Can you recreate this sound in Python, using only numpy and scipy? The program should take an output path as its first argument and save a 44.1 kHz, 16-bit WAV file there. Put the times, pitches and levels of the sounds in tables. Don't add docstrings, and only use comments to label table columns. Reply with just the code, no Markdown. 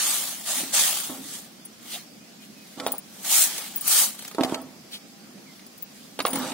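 import sys
import numpy as np
from scipy import signal
from scipy.fft import rfft, irfft, next_fast_len
from scipy.io import wavfile
from scipy.ndimage import uniform_filter1d

SR = 44100
rng = np.random.default_rng(int(sys.argv[2]) if len(sys.argv) > 2 else 0)


def volts_from_db(level):
    exponent = np.asarray(level, float) / 20
    return 10 ** exponent


def wrap_up_sound(samples):
    columns = np.atleast_2d(samples).T
    tamed = np.clip(columns, -1, 1)
    steps = np.round(tamed * 32767).astype(np.int16)
    wavfile.write(sys.argv[1], SR, steps)


N = 287973
LONG = next_fast_len(N)

# (frequency [Hz], density [dB])
SEED_TONE = [(210, -70), (350, -11), (411, -24), (522, -13.5), (844, -7), (1010, -12.5), (1160, -7.5),
             (1520, -10), (1680, -9), (2670, -7), (3130, -2.5), (5140, -4), (8850, 1), (15000, -4),
             (16000, 2.5)]
# (full [s], rise [s], hold [s], fall [s], level [dB])
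POURS = [
    (0.0, .02, 0.11, 0.33, -28),
    (0.495, 0.064, .1, 0.093, -30.5),
    (0.74, 0.014, 0.057, 0.3, -23.5),
    (1.32, 0.16, 0.04, 0.13, -41.5),
]
TOSSES = [
    (3.35, 0.1, 0.083, 0.075, -21.5),
    (3.93, 0.091, 0.094, 0.084, -22),
]
SLIDES = [(0.3, 0.08, 0.051, 0.032, -48), (0.66, .05, 0.073, 0.068, -45), (1.1, 0.3, 0.022, 0.12, -67),
          (3.21, 0.2, .03, .03, -52), (3.25, 0.0081, 0.074, 0.062, -38.5), (3.5, 0.039, 0.085, 0.29, -40),
          (3.78, 0.12, 0.094, 0.14, -52), (4.08, 0.019, 0.05, 0.12, -49.5)]
PINCHES = [(1.94, 0.12, 0.0068, 0.097, -42.5), (2.42, 0.014, 0.034, .05, -61.5),
           (2.7, 0.21, .05, .1, -59.5), (4.19, .01, 0.071, 0.17, -52), (4.935, 0.031, 0.017, 0.044, -49),
           (5.558, .07, 0.0087, 0.046, -64), (5.97, 0.15, 0.069, 0.28, -61.5)]
JOLTS = [(2.79, .02, 0.13, 0.09, -54), (4.44, 0.06, 0.096, 0.084, -50.5), (4.545, 0.016, .02, 0.077, -62),
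         (6.2, 0.013, 0.014, 0.038, -79), (6.27, 0.015, 0.033, 0.044, -49.5), (6.36, .05, 0.14, .1, -43.5)]
SCRAPES = [(0.634, 0.091, 0.011, 0.16, -42), (1.095, 0.011, .11, 0.14, -43.5),
           (2.78, 0.027, .11, .12, -42.5), (4.56, .08, 0.033, .2, -41.5), (4.839, 0.1, .01, .08, -58),
           (6.2, 0.025, 0.0038, 0.087, -37), (6.37, 0.099, 0.011, .35, -32)]
RATTLES = [(2.8, .02, 0.064, .12, -41), (4.445, 0.023, .04, 0.21, -37), (4.55, 0.019, 0.018, 0.1, -39.5),
           (1.11, 0.022, .03, 0.13, -47), (6.27, .02, .02, 0.062, -38.5), (6.345, .02, 0.13, 0.12, -39)]
# (time [s], length
# [s], pitch [Hz], level [dB])
PUFFS = [(1.913, 0.065, 3440, -35), (2.41, .05, 3180, -48.5), (4.903, 0.11, 3750, -35),
         (0.464, 0.097, 710, -40.5), (1.922, 0.069, 655, -45.5), (4.921, 0.058, 630, -55)]
# (time [s], blow [dB], pitch [Hz], crack [dB])
THUDS = [(0.631, -21.5, 249, -50), (1.094, -18.5, 302, -53), (1.177, -32, 258, -64),
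         (2.772, -26.5, 265, -64), (4.345, -24.5, 423, -41), (4.381, -7, 275, -45),
         (4.4062, -5.5, 286, -37), (4.445, -16.5, 330, -33.5), (4.492, -20, 332, -43.5),
         (4.521, -13, 310, -68), (5.379, -38, 282, -62), (5.591, -56, 250, -52), (6.214, -38, 262, -40),
         (6.329, -19, 262, -36), (6.37, -32, 253, -41), (6.428, -23, 296, -40), (6.445, -26, 250, -48)]
KNOCKS = [(0.6, -27, 576, -45), (2.797, -30, 810, -35), (2.862, -12, 680, -31.5), (2.879, -37, 800, -38),
          (2.936, -21.5, 780, -62), (4.432, -11.5, 710, -27), (4.542, -24, 865, -29.5),
          (6.188, -17.5, 531, -33), (6.2, -17.5, 1260, -28.5), (6.249, -7.5, 1124, -30),
          (6.264, -30, 556, -30.5), (6.355, -18, 885, -34.5), (6.516, -25, 900, -39)]
TICKS = [(4.189, -42, 270, -45), (4.221, -41, 890, -47), (4.246, -43, 1195, -45.5),
         (4.276, -40, 278, -43.5), (4.31, -38.5, 1210, -49), (3.578, -34, 896, -39)]
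# (frequency [Hz], level [dB], 60 dB decay [s])
TUB = [(260, 0, .36), (328, -3, .2), (356, -4, .18), (420, -5, .16), (520, -7, .26), (608, -8, .24),
       (665, -6, .22), (760, -8, .2), (825, -9, .2), (920, -6, .16), (1090, -9, .16), (1300, -9, .12)]
# (time [s], top mode [dB], lowest mode [dB], three middle modes [dB])
CLINKS = [(1.6515, -47, -36, -53), (2.8675, -27, -28, -37), (2.9203, -23, -25, -41), (2.948, -40, -37, -53),
          (2.9818, -30, -31.5, -51), (3.7603, -20, -32.5, -39), (3.774, -30, -29.5, -43),
          (3.8112, -29, -28.5, -44), (3.8792, -25, -21, -21), (3.894, -27, -27, -34),
          (4.1909, -47, -59, -53), (4.2482, -48, -54, -49), (4.278, -45, -54, -50), (4.6164, -51, -43, -54),
          (5.664, -48, -42, -55), (5.7783, -52, -47, -54), (5.8257, -29, -39, -44),
          (6.2256, -38, -34.5, -47), (6.2623, -31, -25.5, -40), (6.2793, -25, -29, -39),
          (6.306, -31, -30, -47), (6.332, -29, -28.5, -39), (6.357, -27, -30, -44), (6.387, -29, -35, -45),
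          (6.4198, -43, -50, -53)]
# (low [Hz], high [Hz], 60 dB decay [s])
BANGLE = [(15350, 15620, .035), (9590, 9730, .045), (11470, 11700, .035), (13600, 13750, .03),
          (14520, 14600, .035)]
# (frequency [Hz], level against the lowest mode [dB], 60 dB decay [s])
BANGLE_FAINT = [(4900, -9, .025), (8520, -8, .025), (10680, -6, .025)]
# (time [s], length [s], first pitch [Hz], last pitch [Hz], level [dB])
WHISTLES = [(5.458, .075, 2560, 2040, -59.5), (2.55, .1, 2600, 2520, -62), (2.2, .06, 2500, 2470, -64),
            (2.39, .05, 2480, 2460, -62), (4.97, .3, 792, 802, -68), (5.36, .04, 420, 700, -60)]
# (frequency [Hz], density [dB])
YARD = [(24, -66), (40, -38.5), (155, -5), (204, 3.5), (422, -9.5), (770, -11.5), (873, -17.5),
        (2380, -16.5), (4030, -17), (4930, -13.5), (8130, -22), (14800, -27.5), (16000, -28)]
# (frequency [Hz], likeness [0-1])
YARD_SAME = [(60, 0.99), (180, 0.91), (550, 0.25), (1650, 0.0061), (4970, 0.026), (15000, 0.059)]
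# (frequency [Hz], likeness [0-1])
NEAR_SAME = [(60, 0.08), (180, 0.31), (550, 0.99), (1650, 0.83), (4970, 0.011), (15000, 0.013)]
# (frequency [Hz], left over right [dB])
PORTS = [(60, 19), (130, -4.5), (290, 0), (640, -2), (1410, -3), (3100, -0.5), (6820, -3), (15000, 8.5)]

FLAT_SIDE = dict(t60=0.054, top_db=2, grit=.15, ring_db=-22, modes=TUB)
HARD_RIM = dict(t60=0.039, top_db=-1.5, grit=.45, ring_db=-23, modes=TUB[4:])
CANE_END = dict(t60=0.14, top_db=11.6, grit=0.48, ring_db=-24, modes=TUB[4:])

SPAN_DB, RISE_BEND, FALL_BEND = 20, 1.5, 1.1
FOLLOW = (0.86, 0.88, 0.74)
FIZZ_LAG_S = 0.076
STILL_DB = -67.5
MOVEMENTS = ((POURS, (-5, -1.5, -10.5), -10), (TOSSES, (-9, -2.5, -14.5), -1),
             (SLIDES, (-1.5, -1.5, -5), -1), (PINCHES, (1, 0, -12), -1), (JOLTS, (1.5, -10, 9), -1))


def evened(x):
    return x / np.sqrt(np.mean(x ** 2) + 1e-20)


def read(points, hz):
    f, value = np.transpose(points)
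    return np.interp(np.log(hz + 1), np.log(f + 1), value)


def add(mix, s, sound):
    part = mix[..., round(s * SR):][..., :sound.shape[-1]]
    part += sound[..., :part.shape[-1]]


def band(x, lo_hz, hi_hz):
    return evened(signal.sosfilt(signal.butter(2, [lo_hz, hi_hz], "band", fs=SR, output="sos"), x))


def paired(a, b, same):
    size = next_fast_len(len(a))
    likeness = np.clip(read(same, np.fft.rfftfreq(size, 1 / SR)), -1, 1)
    right = likeness * rfft(a, size) + np.sqrt(1 - likeness ** 2) * rfft(b, size)
    return np.array([a, irfft(right, size)[:len(a)]])


def placed(x):
    return paired(x, np.roll(x, rng.integers(2, 9)), NEAR_SAME)


def rung(x, modes, seconds):
    t = np.arange(round(seconds * SR)) / SR
    body = sum(volts_from_db(db - 60 * t / t60) * np.sin(2 * np.pi * hz * t) for hz, db, t60 in modes)
    return signal.fftconvolve(x, body)


def swell_db(t, full, rise, hold, fall):
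    early = np.maximum(full - t, 0) / rise
    late = np.maximum(t - full - hold, 0) / fall
    return -SPAN_DB * (early ** RISE_BEND + late ** FALL_BEND)


def stirring():
    t = np.arange(0, N / SR + .01, .002)
    power = np.full((4, len(t)), volts_from_db(2 * STILL_DB))
    for rows, shares_db, dull_db in MOVEMENTS:
        for full, *shape, db in rows:
            drop = swell_db(t, full, *shape)
            gone = np.minimum(drop + SPAN_DB, 0)
            layers_db = db + gone + np.outer((1, *FOLLOW), drop - gone)
            layers_db += np.array([0, *shares_db])[:, None]
            layers_db[2] += dull_db * np.exp(-np.maximum(t - full, 0) / FIZZ_LAG_S)
            power += volts_from_db(2 * layers_db)
    return [np.interp(np.arange(N) / SR, t, 10 * np.log10(p)) for p in power]


def seeds(per_s=12000, spread_db=3.0, lumpy_db=0.92):
    tick_db, weave_db, fizz_db, body_db = stirring()
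    hit, size, sign = rng.random((3, 2, N))
    sizes = volts_from_db(-spread_db * np.log(np.maximum(size, 1 / 30)))
    ticks = (hit < per_s / SR) * sizes * np.sign(sign - .5)
    ticks *= volts_from_db(lumpy_db * evened(uniform_filter1d(rng.standard_normal(N), 300)))
    hz = np.fft.rfftfreq(LONG, 1 / SR)
    z = rfft(paired(*ticks, NEAR_SAME), LONG) * volts_from_db(read(SEED_TONE, hz))
    below = [1 / (1 + (hz / edge_hz) ** 6) for edge_hz in (1500, 4800, 10200)]
    parts = [below[0], below[1] - below[0], below[2] - below[1], 1 - below[2]]
    levels = [body_db - 3.5, weave_db + 1.5, tick_db + 2.0, fizz_db + 7.0]
    return sum(volts_from_db(db) * evened(irfft(z * part, LONG)[:, :N]) for db, part in zip(levels, parts))


def patches(shape, bins, frames):
    hills = uniform_filter1d(rng.standard_normal(shape), bins, 0)
    return evened(uniform_filter1d(hills, frames, 1))


def shimmer(x, depth_db=2.0):
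    hz, t, z = signal.stft(x, SR, nperseg=1024, noverlap=768)
    z = z * volts_from_db(depth_db * patches(z.shape[1:], bins=10, frames=9))
    return signal.istft(z, SR, nperseg=1024, noverlap=768)[1][:, :N]


def yard(level_db=-48, patchy_db=1.5):
    pair = paired(*rng.standard_normal((2, N)), YARD_SAME)
    colour = volts_from_db(read(YARD, np.fft.rfftfreq(LONG, 1 / SR)))
    hum = irfft(rfft(pair, LONG) * colour, LONG)[:, :N]
    return volts_from_db(level_db) * evened(shimmer(hum, patchy_db))


def seed_puff(s, seconds, hz, db):
    puff = band(rng.standard_normal(4000), 0.8 * hz, 1.2 * hz)[:round(seconds * SR)]
    return s, placed(volts_from_db(db) * puff * np.hanning(len(puff)))


def bump(s, blow_db, hz, crack_db, t60, top_db, grit, ring_db, modes):
    t = np.arange(round(.2 * SR)) / SR
    noise = rng.standard_normal((6, len(t)))
    thud = np.sin(2 * np.pi * hz * t) * volts_from_db(-60 * t / 0.063) + grit * band(noise[0], 400, 980)
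    thud *= volts_from_db(blow_db - 4.5 - 60 * t / t60)
    shudder = volts_from_db(blow_db - 29.0 - 60 * t / 0.28) * band(noise[5], 510, 970)
    weave = band(noise[1], 1130, 3920) + 1.2 * band(noise[4], 2470, 4750)
    crack = volts_from_db(crack_db + 4.0) * weave
    crack += volts_from_db(crack_db + top_db + 0.5) * band(noise[2], 5000, 12300)
    ring = volts_from_db(blow_db + ring_db) * rung(noise[3, :12] / 3, modes, 0.3)
    add(ring, 0, thud + shudder + crack * volts_from_db(-60 * t / 0.039))
    return s + .0024, placed(ring)


def scrape(full, rise, hold, fall, db, modes=TUB[:1], damping=0.25):
    t = np.arange(full - 2 * rise, full + hold + 2 * fall, 1 / SR)
    rub = rng.standard_normal(SR)
    damped = [(hz, level, damping * t60) for hz, level, t60 in modes]
    hum = rung(rub, damped, .25)[SR // 4:][:len(t)]
    return t[0], placed(volts_from_db(db + swell_db(t, full, rise, hold, fall)) * evened(hum))


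def clink(s, top_db, low_db, mid_db):
    t = np.arange(900) / SR
    hit, size = rng.random((2, len(t)))
    chatter = t / 0.0045 * np.exp(1 - t / 0.0021)
    touch = (hit < 1200 / SR) * (size - .5) * chatter
    lean = rng.random(5)
    mode_db = [top_db, low_db, *(mid_db + np.array((-4, 1, 3)))]
    modes = []
    for db, k, (low, high, t60) in zip(mode_db, lean, BANGLE):
        modes += [(high, db + 2.5, t60), (low, db + 2.5 - 1.9 * k, t60)]
    modes += [(hz, mode_db[1] + db, t60) for hz, db, t60 in BANGLE_FAINT]
    ring = rung(touch / (np.linalg.norm(touch) + 1e-9), modes, .15)
    add(ring, 0, volts_from_db(max(mode_db) - 2.5) * chatter * band(rng.standard_normal(len(t)), 8700, 17000))
    return s - .002, placed(ring)


def call(s, seconds, first_hz, last_hz, db, glide_s=.017):
    wander = evened(uniform_filter1d(rng.standard_normal(SR // 2), 300))
    t = np.arange(0, seconds, 1 / SR)
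    hz = last_hz + (first_hz - last_hz) * np.exp(-t / glide_s)
    hz = hz * (1 + 0.006 * wander[:len(t)])
    whistle = np.sin(2 * np.pi * np.cumsum(hz) / SR)
    return s, volts_from_db(db + 5) * whistle * signal.windows.tukey(len(t), .3)


def ground(x, t60=.1, wet_db=-13.0):
    t = np.arange(round(.15 * SR)) / SR
    taps = rng.standard_normal((2, len(t))) * (rng.random((2, len(t))) < .05)
    taps *= volts_from_db(-60 * t / t60) * (t > .002)
    return x + volts_from_db(wet_db) * signal.oaconvolve(x, taps / np.linalg.norm(taps[0]), axes=1)[:, :N]


def scene():
    near = shimmer(seeds())
    for source, table in ((seed_puff, PUFFS), (scrape, SCRAPES), (clink, CLINKS), (call, WHISTLES)):
        for row in table:
            add(near, *source(*row))
    for row in RATTLES:
        add(near, *scrape(*row, modes=TUB[4:], damping=0.63))
    for table, kind in ((THUDS, FLAT_SIDE), (KNOCKS, HARD_RIM), (TICKS, CANE_END)):
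        for row in table:
            add(near, *bump(*row, **kind))
    near = signal.sosfilt(signal.butter(2, 170, "high", fs=SR, output="sos"), near)
    return ground(near) + yard()


def thinned(x, thin_db=-29.0, weak_db=-24.0, above_hz=2600):
    hz, t, z = signal.stft(x, SR, nperseg=2048, noverlap=1536)
    power = (abs(z) ** 2).sum(0)
    near = uniform_filter1d(uniform_filter1d(power, size=11, axis=0), size=2, axis=1)
    near_db = 10 * np.log10(abs(near) + 1e-20)
    weak = near_db < uniform_filter1d(near_db, size=81, axis=0) - 2.9
    keep = np.where(weak, volts_from_db(weak_db), 1)
    keep *= np.where(power < .5 * near, volts_from_db(thin_db), 1)
    keep[hz < above_hz] = 1
    return signal.istft(z * keep, SR, nperseg=2048, noverlap=1536)[1][:, :N]


def band_limit(x):
    return signal.sosfilt(signal.butter(12, 16990, fs=SR, output="sos"), x)


def record(dry):
    hz = np.fft.rfftfreq(LONG, 1 / SR)
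    top_cut = 1 / (1 + (hz / 15780) ** 400)
    colour = volts_from_db(np.outer([.5, -.5], read(PORTS, hz))) * top_cut
    mix = thinned(irfft(rfft(dry, LONG) * colour, LONG)[:, :N])
    return band_limit(mix)


dry = scene()
out = record(dry)
wrap_up_sound(out)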